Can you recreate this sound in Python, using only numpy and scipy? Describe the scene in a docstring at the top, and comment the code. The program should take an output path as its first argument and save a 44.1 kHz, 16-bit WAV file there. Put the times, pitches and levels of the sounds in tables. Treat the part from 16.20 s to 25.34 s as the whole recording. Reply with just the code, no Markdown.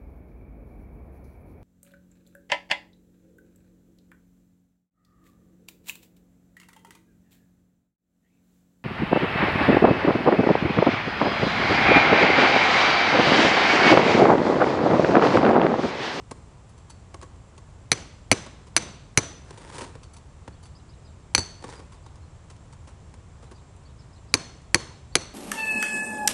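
"""In a walled yard outdoors, close by, a hammer drives a steel chisel into the hard filling of a steel safe.
Blows are short cracks of noise, ringing steel modes and a thud through the box; the loudest peaks clip.
The freed chisel clanks on steel once; between blows it taps, clinks and scrapes in noise bursts and rings.
A sparrow chirps in gliding sine tones, a farther bird whistles, and far traffic rumbles as shaped noise.
Echoes from the walls are decaying noise, drawn anew for every blow and for the clank."""
import sys
import numpy as np
from scipy import signal
from scipy.fft import rfft, irfft, next_fast_len
from scipy.io import wavfile
from scipy.ndimage import map_coordinates

SR = 44100
rng = np.random.default_rng(int(sys.argv[2]) if len(sys.argv) > 2 else 0)


def natural_amplitude(level_db):
    """Convert a level in decibels to a linear amplitude factor, elementwise."""
    exponent = np.asarray(level_db, float) / 20
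    return 10 ** exponent


def inscribe(sig):
    """Save sig as 16-bit PCM at rate SR to the path in sys.argv[1].

    A 1-D sig is mono; a 2-D sig holds one channel per row.
    Samples are clipped to [-1, 1] before scaling.
    """
    pcm = np.round(np.clip(np.atleast_2d(sig).T, -1, 1) * 32767)
    wavfile.write(sys.argv[1], SR, pcm.astype(np.int16))


N = 403074  # length in samples


def unit(x):
    """Scales a sound to rms 1."""
    return x / np.sqrt(np.mean(x ** 2) + 1e-20)


def along(points, hz):
    """Reads a curve of (Hz, value) points on a logarithmic pitch axis, as hearing is."""
    f, v = np.transpose(points)
    return np.interp(np.log(hz + 1), np.log(f + 1), v)


def filtered(x, response):
    """Multiplies the spectrum of x by a response, a function of frequency in Hz."""
    m = next_fast_len(len(x) + 8192)
    return irfft(rfft(x, m) * response(np.fft.rfftfreq(m, 1 / SR)), m)[:len(x)]


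def noise(spectrum):
    """Coloured noise of rms 1."""
    return unit(filtered(rng.standard_normal(N), lambda hz: natural_amplitude(along(spectrum, hz))))


def wobble(step):
    """A smooth random curve with one new value every step samples."""
    return map_coordinates(rng.standard_normal(int(N / step) + 4), [np.arange(N) / step])


def add(track, s, sound):
    """Lays a sound on a track at s seconds."""
    part = track[round(s * SR):][:len(sound)]
    part += sound[:len(part)]


def fall(t, t60, rise=0.00014):
    """A quick rise, then a decay by 60 dB in t60 seconds."""
    return natural_amplitude(-60 * t / t60) * (1 - np.exp(-t / rise))


def ring(modes, t, damp, scatter_db, tilt_db, rise=0.000083):
    """Struck steel: one decaying sine per mode, with random strength and phase; damp scales the decay times."""
    chance = rng.standard_normal((len(modes), 2))
    out = 0
    for (hz, db, t60, *_), (strength, phase) in zip(modes, chance):
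        level = natural_amplitude(db + tilt_db(hz) + scatter_db * strength)
        out = out + level * fall(t, damp * t60, rise) * np.sin(2 * np.pi * hz * t + phase)
    return out


# Hammer blows, and at 5.18 s the freed chisel clanking on steel. Each row: start in seconds, basic level
# in dB, then the thud, the low ring and the high ring, each in dB relative to that level before shaping.
STRIKE_ROWS = [(1.7171, -4.5, -20.5, -24.5, -9), (2.115, -2, -16.5, -29, -11),
               (2.5649, -2, -25.5, -19.5, -10), (2.9747, -2.5, -17.5, -24.5, -3),
               (5.1492, -5.5, -27, -2, -3), (5.1792, -17.5, -10.5, -3, -12), (8.14, -5.5, -22, -4.5, -6.5),
               (8.545, -5, -17, -7.5, -8.5), (8.954, -5, -18, -4.5, -9)]
# Notes of the hammer head. Each row: pitch in Hz, strength in dB, decay time (60 dB) in contact in seconds
# before damping scales it, strength in dB of the free ring afterwards.
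HAMMER_MODES = [(2320, 1, .007, -40), (4290, 2, .025, -2), (4380, 4, .025, -1), (5985, 5, .032, 0),
                (6180, -3, .025, -7), (6390, 0, .035, -6), (8750, -14, .03, -14)]
# Bending notes of the chisel. Each row: pitch in Hz, strength in dB, decay time in seconds before damping.
CHISEL_MODES = [(4490, -4, .18), (4810, -12, .08), (6110, -2, .12), (7180, -7, .11), (7930, -5, .12),
                (9900, -3, .1)]
# Colour of the steel-on-steel crack. Each row: frequency in Hz, strength in dB per Hz.
CRACK_COLOUR = [(410, -35), (700, -5.5), (2180, -1.5), (3520, -12), (4450, 1), (5190, -9), (10100, -11),
                (11500, -9), (15000, -53.5), (22000, -120)]
# A second contact follows, weaker the more the steel rings (dB per dB of ring).
REBOUND_S, REBOUND_DB, REBOUND_PER_RING = 0.0097, -20, -0.2
RATTLE_S, RATTLE_DB = 0.005, -7  # the chisel rattles this long after each landing
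SING_HZ, SING_DB = 5930, 12  # a glancing rebound favours this pitch, at most this much where the high ring leads


def strikes():
    """Crack, ringing steel and a thud through the box; after a blow the head bounces back onto the chisel.

    The clank of the freed chisel is built from the same contacts."""
    steel, push, crack, t = np.zeros(N), np.zeros(N), np.zeros(N), np.arange(SR // 8) / SR
    for s, db, thud_db, low_db, high_db in STRIKE_ROWS:
        rebound = db + REBOUND_DB + REBOUND_PER_RING * (low_db + high_db)
        rattle = rebound + RATTLE_DB
        tilt = [0, low_db, low_db, high_db, high_db, (low_db + high_db) / 2, -2]
        where = lambda hz: np.interp(hz, [2400, 4300, 4500, 6000, 6200, 6400, 8000], tilt)
        glancing = np.clip((high_db - low_db) / 10, 0, 1)
        # the lowest mode speaks first
        add(steel, s, natural_amplitude(db - 2.0) * ring(HAMMER_MODES[:1], t, 1.0, 2.0, where))
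        # contacts: delay in seconds, level in dB, rise in seconds, damping factor, singing in dB
        contacts = ((.0006, db + 1.0, .0005, 0.4, 0),
                    (REBOUND_S, rebound, .0015, .8, SING_DB),
                    (RATTLE_S, rattle, .0015, .5, SING_DB),
                    (REBOUND_S + RATTLE_S, rattle, .0015, .5, SING_DB))
        for delay, level, rise, damp, sing_db in contacts:
            bump = lambda hz: np.exp(-((hz - SING_HZ) / 150) ** 2) - .4
            favoured = lambda hz: where(hz) + sing_db * glancing * bump(hz)
            gripped = natural_amplitude(-13) * ring(CHISEL_MODES, t, .17, 2, where, rise)  # the glove damps the chisel
            head = ring(HAMMER_MODES[1:], t, damp, 0.89, favoured, rise)
            add(steel, s + delay, natural_amplitude(level - 0.5) * (gripped + head))
            if delay > .001:  # later contacts sound the lowest mode again
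                add(steel, s + delay, natural_amplitude(level + 3) * ring(HAMMER_MODES[:1], t, 1.5, 4, where, rise))
            burst = natural_amplitude(level) * fall(t, 0.012, rise / 2) + natural_amplitude(level - 25) * fall(t, 0.028)
            add(crack, s + delay - .0006, burst)
        # the filling breaks unevenly
        add(push, s, natural_amplitude(db + thud_db + 19.0) * fall(t, 0.069) * rng.standard_normal(len(t)))
        push[round((s + .001) * SR)] += natural_amplitude(db + thud_db + 42)  # the strike itself reaching the box
    return steel + crack * noise(CRACK_COLOUR) + safe(push)


# Panels of the safe. Each row: pitch in Hz, width of the resonance in Hz, strength in dB.
SAFE_PANELS = [(121, 43, 3), (287, 89, 1.5), (370, 92, 1.5), (504, 110, -2), (876, 250, -12),
               (1101.4, 60, -7), (1600, 660, -17)]


def safe(force):
    """The box booms where it is pushed: each panel resonates, with alternating sign."""
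    def panels(f):
        total = 0
        for k, (centre, width, db) in enumerate(SAFE_PANELS):
            drag = 1j * f * width
            total = total + (-1) ** k * natural_amplitude(db) * drag / (centre * centre - f * f + drag)
        return total
    return filtered(force, panels)


def waver(t, hz, size, phase):
    """One free mode that fills in late and wavers in size and phase."""
    return size * fall(t, 0.52, 0.02) * np.sin(2 * np.pi * hz * t + phase)


# Offsets in dB: free ring under the struck ring (low, high), panel boom over the thud.
FREE_LOW_DB, FREE_HIGH_DB, BOOM_DB = -32.5, -32, -4.5
# The chisel breaks through and the box jolts on the ground.
ROCK_S, ROCK_HZ, ROCK_DB, ROCK_T60_S = 5.182, 90, -18, .09


def linger():
    """Steel rings on after each strike, its lines fluttering among the walls; the largest panel booms."""
    out, t = np.zeros(N), np.arange(SR // 2) / SR
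    for s, db, thud_db, low_db, high_db in STRIKE_ROWS:
        for hz, _, _, free_db in HAMMER_MODES:
            level = db + (low_db + FREE_LOW_DB if hz < 5000 else high_db + FREE_HIGH_DB)
            if hz > 6300:  # the top modes lean towards the low ring
                level = level + (low_db - high_db) / 4
            knots = rng.standard_normal((2, 140))  # 240 random values a second
            flutter, drift = (map_coordinates(k, [t * 240]) for k in knots)
            add(out, s, natural_amplitude(level + free_db) * waver(t, hz, 1 + .8 * flutter, drift))
        boom = fall(t, .12, .007) * np.sin(2 * np.pi * 105 * t)
        add(out, s, natural_amplitude(db + thud_db + BOOM_DB) * boom)
    jolt = fall(t, ROCK_T60_S, .003) * np.sin(2 * np.pi * ROCK_HZ * t)
    add(out, ROCK_S, natural_amplitude(ROCK_DB) * jolt)
    return out


# Chisel tip touching chips, and knocks through the box as the hammer rebounds. 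Each row: start in seconds,
# basic level in dB, knock in dB relative to it, length in seconds before the decays scale it.
TOUCH_ROWS = [(0.111, -33.5, 0.5, 0.021), (0.942, -38, 3.5, 0.017), (1.014, -44, -22, 0.017),
              (1.024, -42, 3.5, 0.031), (1.378, -41.5, -3.5, 0.018), (2.263, -40, 3, 0.018),
              (2.468, -49, -1, 0.044), (3.307, -37, 1, 0.0089), (2.981, -35.5, 13.5, 0.011),
              (3.375, -43.5, -6, 0.041), (3.582, -36.5, 1, 0.025), (3.618, -48, 10, 0.013),
              (3.64, -54, 2, 0.017), (3.545, -40, -8, 0.15), (3.612, -40.5, 2, 0.05),
              (3.753, -42.5, 7, 0.013), (4.278, -37.5, 7, 0.012), (5.188, -33, -4, 0.017),
              (5.424, -42.5, 1.5, 0.014), (5.44, -38, 6, 0.024), (5.498, -42, -24, 0.024),
              (5.536, -53, 11.5, 0.022), (5.593, -48, 8.5, 0.032), (5.719, -48.5, -5.5, 0.074),
              (5.863, -43, -2, 0.011), (5.957, -50, -6, 0.019), (6.3, -42.5, -7, 0.039),
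              (6.526, -43.5, -18, 0.027), (6.673, -45, -2.5, 0.057), (6.94, -44.5, -5, 0.018),
              (7.225, -49.5, 1, 0.064), (7.313, -43.5, 3, 0.027), (8.148, -35, 10, 0.017),
              (8.173, -37.5, 3, .015), (8.553, -31.5, 14, 0.0092)]
# Chisel clinking on steel. Each row: start in seconds, basic level in dB, ring over the crunch in dB,
# brightness of the ring in dB per octave.
CLINK_ROWS = [(0.49, -55.5, -9, 9), (0.577, -52.5, -7, 2), (0.697, -42, -6.5, -0.5),
              (3.829, -44.5, -15, -18), (3.932, -49, -6, 3.5), (3.963, -45, -9, 0), (4.428, -49.5, -9.5, 6),
              (4.453, -49, -6.5, 0), (5.18, -29, 5.5, -8.5)]
# Colour of the crumbling filling. Each row: frequency in Hz, strength in dB per Hz.
GRIT_COLOUR = [(530, -43), (900, 6.5), (1580, -9), (2230, -8.5), (9800, -10.5), (10800, -39), (11500, -66),
               (15000, -98), (22000, -120)]
CLINK_T60_S = 0.079  # decay of the crunch under a clink
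FIRST_TOUCH_DB = 13  # extra strength of the first contact


def taps_and_knocks():
    """A short crunch with a knock through the box; on steel, a crunch with a free ring instead.

    That ring is mostly faint, but strong in the clank at 5.18 s."""
    steel, push, crunch, t = np.zeros(N), np.zeros(N), np.zeros(N), np.arange(SR // 4) / SR
    touch = np.zeros(N)
    for s, db, knock_db, length in TOUCH_ROWS:
        add(crunch, s, natural_amplitude(db - 3.5) * fall(t, 2.2 * length, length / 40))
        add(push, s, natural_amplitude(db + knock_db + 19) * fall(t, 2.4 * length, 0.0014))
        touch[round(s * SR)] = natural_amplitude(db + knock_db + 21.0 + FIRST_TOUCH_DB)
    for s, db, ring_db, bright_db in CLINK_ROWS:
        tilt = lambda hz: bright_db * np.log2(hz / 6000)
        add(steel, s, natural_amplitude(db + ring_db) * ring(CHISEL_MODES, t, 0.74, 1.1, tilt, 0.004))
        add(crunch, s, natural_amplitude(db) * fall(t, CLINK_T60_S, 0.0049))

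    def top_plate(f):  # thin and near: little bass, one clear note
        return 1j * f / (280 + 1j * f) + 1.5j * f * 200 / (1030 ** 2 - f * f + 200j * f)

    rattle = natural_amplitude(3 * wobble(70) - 1)  # chips break one after another
    knock = safe(touch + push * rattle * rng.standard_normal(N))
    steel = steel * (1 + .7 * wobble(120))  # it chatters against the rim
    return steel + crunch * rattle * noise(GRIT_COLOUR) + filtered(knock, top_plate)


# Chisel dragged through the chips. Each row: start, hardest moment and end in seconds, basic level in dB.
DRAG_ROWS = [(3.248, 3.63, 3.692, -48), (5.403, 5.528, 5.603, -50.5)]
START_DB, END_DB, HOLLOW_DB = -12, -8, 2  # start and end under the hardest moment; hollow part over the grit
TRICKLE_S = 0.064  # chips keep falling after a stroke


def drags():
    """Clumps of tiny breaks under the stroke: bright grit and a hollow part from the box."""
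    grains = rng.standard_normal(N) * natural_amplitude(4 * wobble(60) + 1.2 * wobble(500))
    grit = unit(filtered(grains, lambda hz: natural_amplitude(along(GRIT_COLOUR, hz))))
    hollow = unit(filtered(safe(grains), lambda hz: hz / (250 + hz)))
    stroke, t = np.zeros(N), np.arange(N) / SR
    for start, hardest, end, db in DRAG_ROWS:
        times = (start, hardest, end, end + TRICKLE_S)
        stroke += natural_amplitude(db + np.interp(t, times, (START_DB, 0, END_DB, 2 * END_DB), -99, -99))
    bright = (stroke / stroke.max()) ** 0.46  # harder strokes are brighter
    return stroke * (bright * grit + natural_amplitude(HOLLOW_DB) * hollow)


# Loose chips: ticks per second, least level and spread before colouring, decay time.
TICKS_PER_S, TICK_DB, TICK_SPREAD_DB, TICK_T60_S = 7, -62, 2.5, .012


def settling():
    """Loose chips shift at random moments, each with a faint bright tick of noise."""
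    out, t = np.zeros(N), np.arange(SR // 20) / SR
    for when, size in rng.random((round(TICKS_PER_S * N / SR), 2)):
        level = natural_amplitude(TICK_DB - TICK_SPREAD_DB * np.log(1 - size))
        add(out, when * N / SR, level * fall(t, TICK_T60_S))
    return filtered(out * noise(GRIT_COLOUR), lambda f: 1j * f / (3000 + 1j * f))


# Colour of a strike as the walls return it. Each row: frequency in Hz, strength in dB per Hz.
ECHO_COLOUR = [(88, -27.5), (150, -3), (204, -5.5), (3810, -16), (4320, -17), (8550, -21), (11000, -47),
               (14300, -73), (22000, -120)]


def shocks():
    """Each strike as one short shock that leaves for the walls."""
    out = np.zeros(N)
    for s, db, *_ in STRIKE_ROWS:
        out[round(s * SR)] = natural_amplitude(db + 14.0)
    return filtered(out, lambda hz: natural_amplitude(along(ECHO_COLOUR, hz)))


# How fast the echoes die. Each row: frequency in Hz, decay time (60 dB) in seconds.
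YARD_DECAY = [(100, 0.91), (1000, 0.62), (4000, 0.73), (10000, 0.44)]
SLAP_S, SLAP_DB, SLAP_T60_S = 0.055, 4, 0.05  # one far wall answers apart, on top of the other echoes


def yard(x, rise):
    """Far walls: echoes gather over rise seconds, each frequency dies at its own speed; new ones every strike."""
    starts = np.round((np.array(STRIKE_ROWS)[1:, 0] - .01) * SR).astype(int)
    out, edges = np.zeros(N), np.r_[0, starts, N]
    for a, b in zip(edges, edges[1:]):
        hz, t, z = signal.stft(rng.standard_normal(SR), SR, nperseg=256)
        decay = natural_amplitude(-60 * t / along(YARD_DECAY, hz)[:, None])
        gather = (t / rise) ** 2 / (1 + (t / rise) ** 2)
        tail = signal.istft(z * decay * gather, SR, nperseg=256)[1]
        late = np.clip(np.arange(len(tail)) / SR - SLAP_S, 0, 1)
        tail = tail * (1 + natural_amplitude(SLAP_DB) * fall(late, SLAP_T60_S, 0.0067))
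        add(out, a / SR, signal.fftconvolve(x[a:b], tail / np.linalg.norm(tail)))
    return out


# Sparrow notes. Each row: start in seconds, pitch in Hz at mid-note, fall in Hz from start to end
# (negative rises), basic level in dB.
CHIRP_ROWS = [(4.318, 4500, -200, -65), (4.428, 4650, -500, -64), (4.548, 5100, -700, -62),
              (4.688, 5050, -700, -63), (4.845, 4970, 750, -63), (5.73, 4700, 1000, -65),
              (5.835, 4890, 500, -66), (7.348, 4840, 700, -63), (7.648, 4580, -300, -63),
              (7.787, 5290, 200, -61), (7.928, 5200, 300, -62), (8.086, 5140, -100, -63),
              (8.918, 4520, -400, -62)]
# A farther bird's whistles. Each row: start in seconds, length in seconds, starting pitch in Hz,
# basic level in dB.
WHISTLE_ROWS = [(5.54, .065, 4900, -62), (6.017, .04, 4300, -67), (7.262, .035, 4000, -70)]
# A note's length, the height of its arch, and the low cluck after it.
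NOTE_S, ARCH_HZ, CLUCK_HZ, CLUCK_AFTER_S, CLUCK_DB = .026, 850, 2908, .048, -6.5


def sparrow():
    """Notes arch in pitch, then a lower upward flick, a weak slide down, a cluck; a farther bird's whistles sag."""
    out, u, short = np.zeros(N), np.linspace(0, 1, round(NOTE_S * SR)), np.hanning(500)
    sing = lambda hz: np.sin(2 * np.pi * np.cumsum(hz) / SR)
    for s, top_hz, fall_hz, db in CHIRP_ROWS:
        note = top_hz - ARCH_HZ * (2 * u - 1) ** 2 - fall_hz * (u - .5)
        add(out, s, natural_amplitude(db) * np.sqrt(np.sin(np.pi * u) + 1e-9) * sing(note))
        flick = np.linspace(.85, 1, len(short)) * (top_hz - ARCH_HZ)
        add(out, s + NOTE_S + 0.0041, natural_amplitude(db - 0.5) * short * sing(flick))
        slide = np.linspace(top_hz, CLUCK_HZ, 2 * len(short))
        add(out, s + 1.5 * NOTE_S, natural_amplitude(db - 5) * np.repeat(short, 2) * sing(slide))
        cluck = np.sin(2 * np.pi * CLUCK_HZ * np.arange(len(short)) / SR)
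        add(out, s + CLUCK_AFTER_S, natural_amplitude(db + CLUCK_DB) * short * cluck)
    for s, length, hz, db in WHISTLE_ROWS:
        t = np.arange(round(length * SR)) / SR
        swell = np.sqrt(np.abs(np.sin(np.pi * t / length)))
        add(out, s, natural_amplitude(db) * swell * np.sin(2 * np.pi * hz * (t - 0.22 * t * t)))
    return out * (1 + .5 * wobble(150))  # leaves scatter the far sound


# Colour of far traffic. Each row: frequency in Hz, strength in dB per Hz.
TRAFFIC_COLOUR = [(12, -47), (20, -16.5), (76, -2), (151, -10), (202, -18), (301, -22.5), (827, -27.5),
                  (1050, -27.5), (1570, -35), (4780, -44), (7720, -41.5), (10100, -51), (11500, -67),
                  (15000, -99), (22000, -120)]
TRAFFIC_DB = -48  # rms level
# A thin steady whine: pitch in Hz, width in Hz, rms level in dB.
WHINE_BAND = (7520, 18, -79)


def background():
    """Far traffic is steady coloured noise; the whine is a narrow band of noise."""
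    hz, width, whine_db = WHINE_BAND
    whine = unit(filtered(rng.standard_normal(N), lambda f: 1 / (1 + ((f - hz) / width) ** 2)))
    return natural_amplitude(TRAFFIC_DB) * noise(TRAFFIC_COLOUR) + natural_amplitude(whine_db) * whine


def scene():
    """Work at the safe, its echoes and the outdoors, summed in one channel."""
    struck, small, bird = strikes(), taps_and_knocks() + drags() + settling(), sparrow()
    t = np.arange(SR // 8) / SR
    leaves = rng.standard_normal(SR // 8) * fall(t, .07, .004)  # the tree blurs the notes
    blurred = signal.fftconvolve(bird, leaves / np.linalg.norm(leaves))[:N]
    bird = bird + natural_amplitude(-4) * blurred + natural_amplitude(-17) * yard(bird, .015)
    treble = filtered(struck, lambda f: (f / (f + 3500)) ** 2 * 2)  # the bright part of the strikes
    echoes = yard(shocks() + natural_amplitude(-16.0) * small + natural_amplitude(-30.0) * treble, 0.017)
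    return (struck + linger() + small + echoes + bird + background())[None]


def top_cut(x):
    """Nothing passes above the cut-off."""
    return signal.sosfilt(signal.butter(12, 16720, fs=SR, output="sos"), x)


# Band of the converter. Each row: frequency in Hz, gain in dB.
CONVERTER_BAND = [(20, 1), (10700, 2), (11400, -18.5)]
# What is left of the clipping's overtones. Each row: frequency in Hz, gain in dB.
OVERTONES_LEFT = [(10900, 0), (11500, -11.5), (16200, -17.5), (16700, -59)]


def record(dry):
    """The converter limits the band and clips peaks near 0.66; then the overtones of the clipping are cut."""
    band = filtered(dry[0], lambda hz: natural_amplitude(along(CONVERTER_BAND, hz)))
    clipped = band / (1 + np.abs(band / .66) ** 10) ** (1 / 10)
    mix = filtered(clipped, lambda hz: natural_amplitude(along(OVERTONES_LEFT, hz)))[None]
    return top_cut(mix)


dry = scene()
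out = record(dry)
inscribe(out)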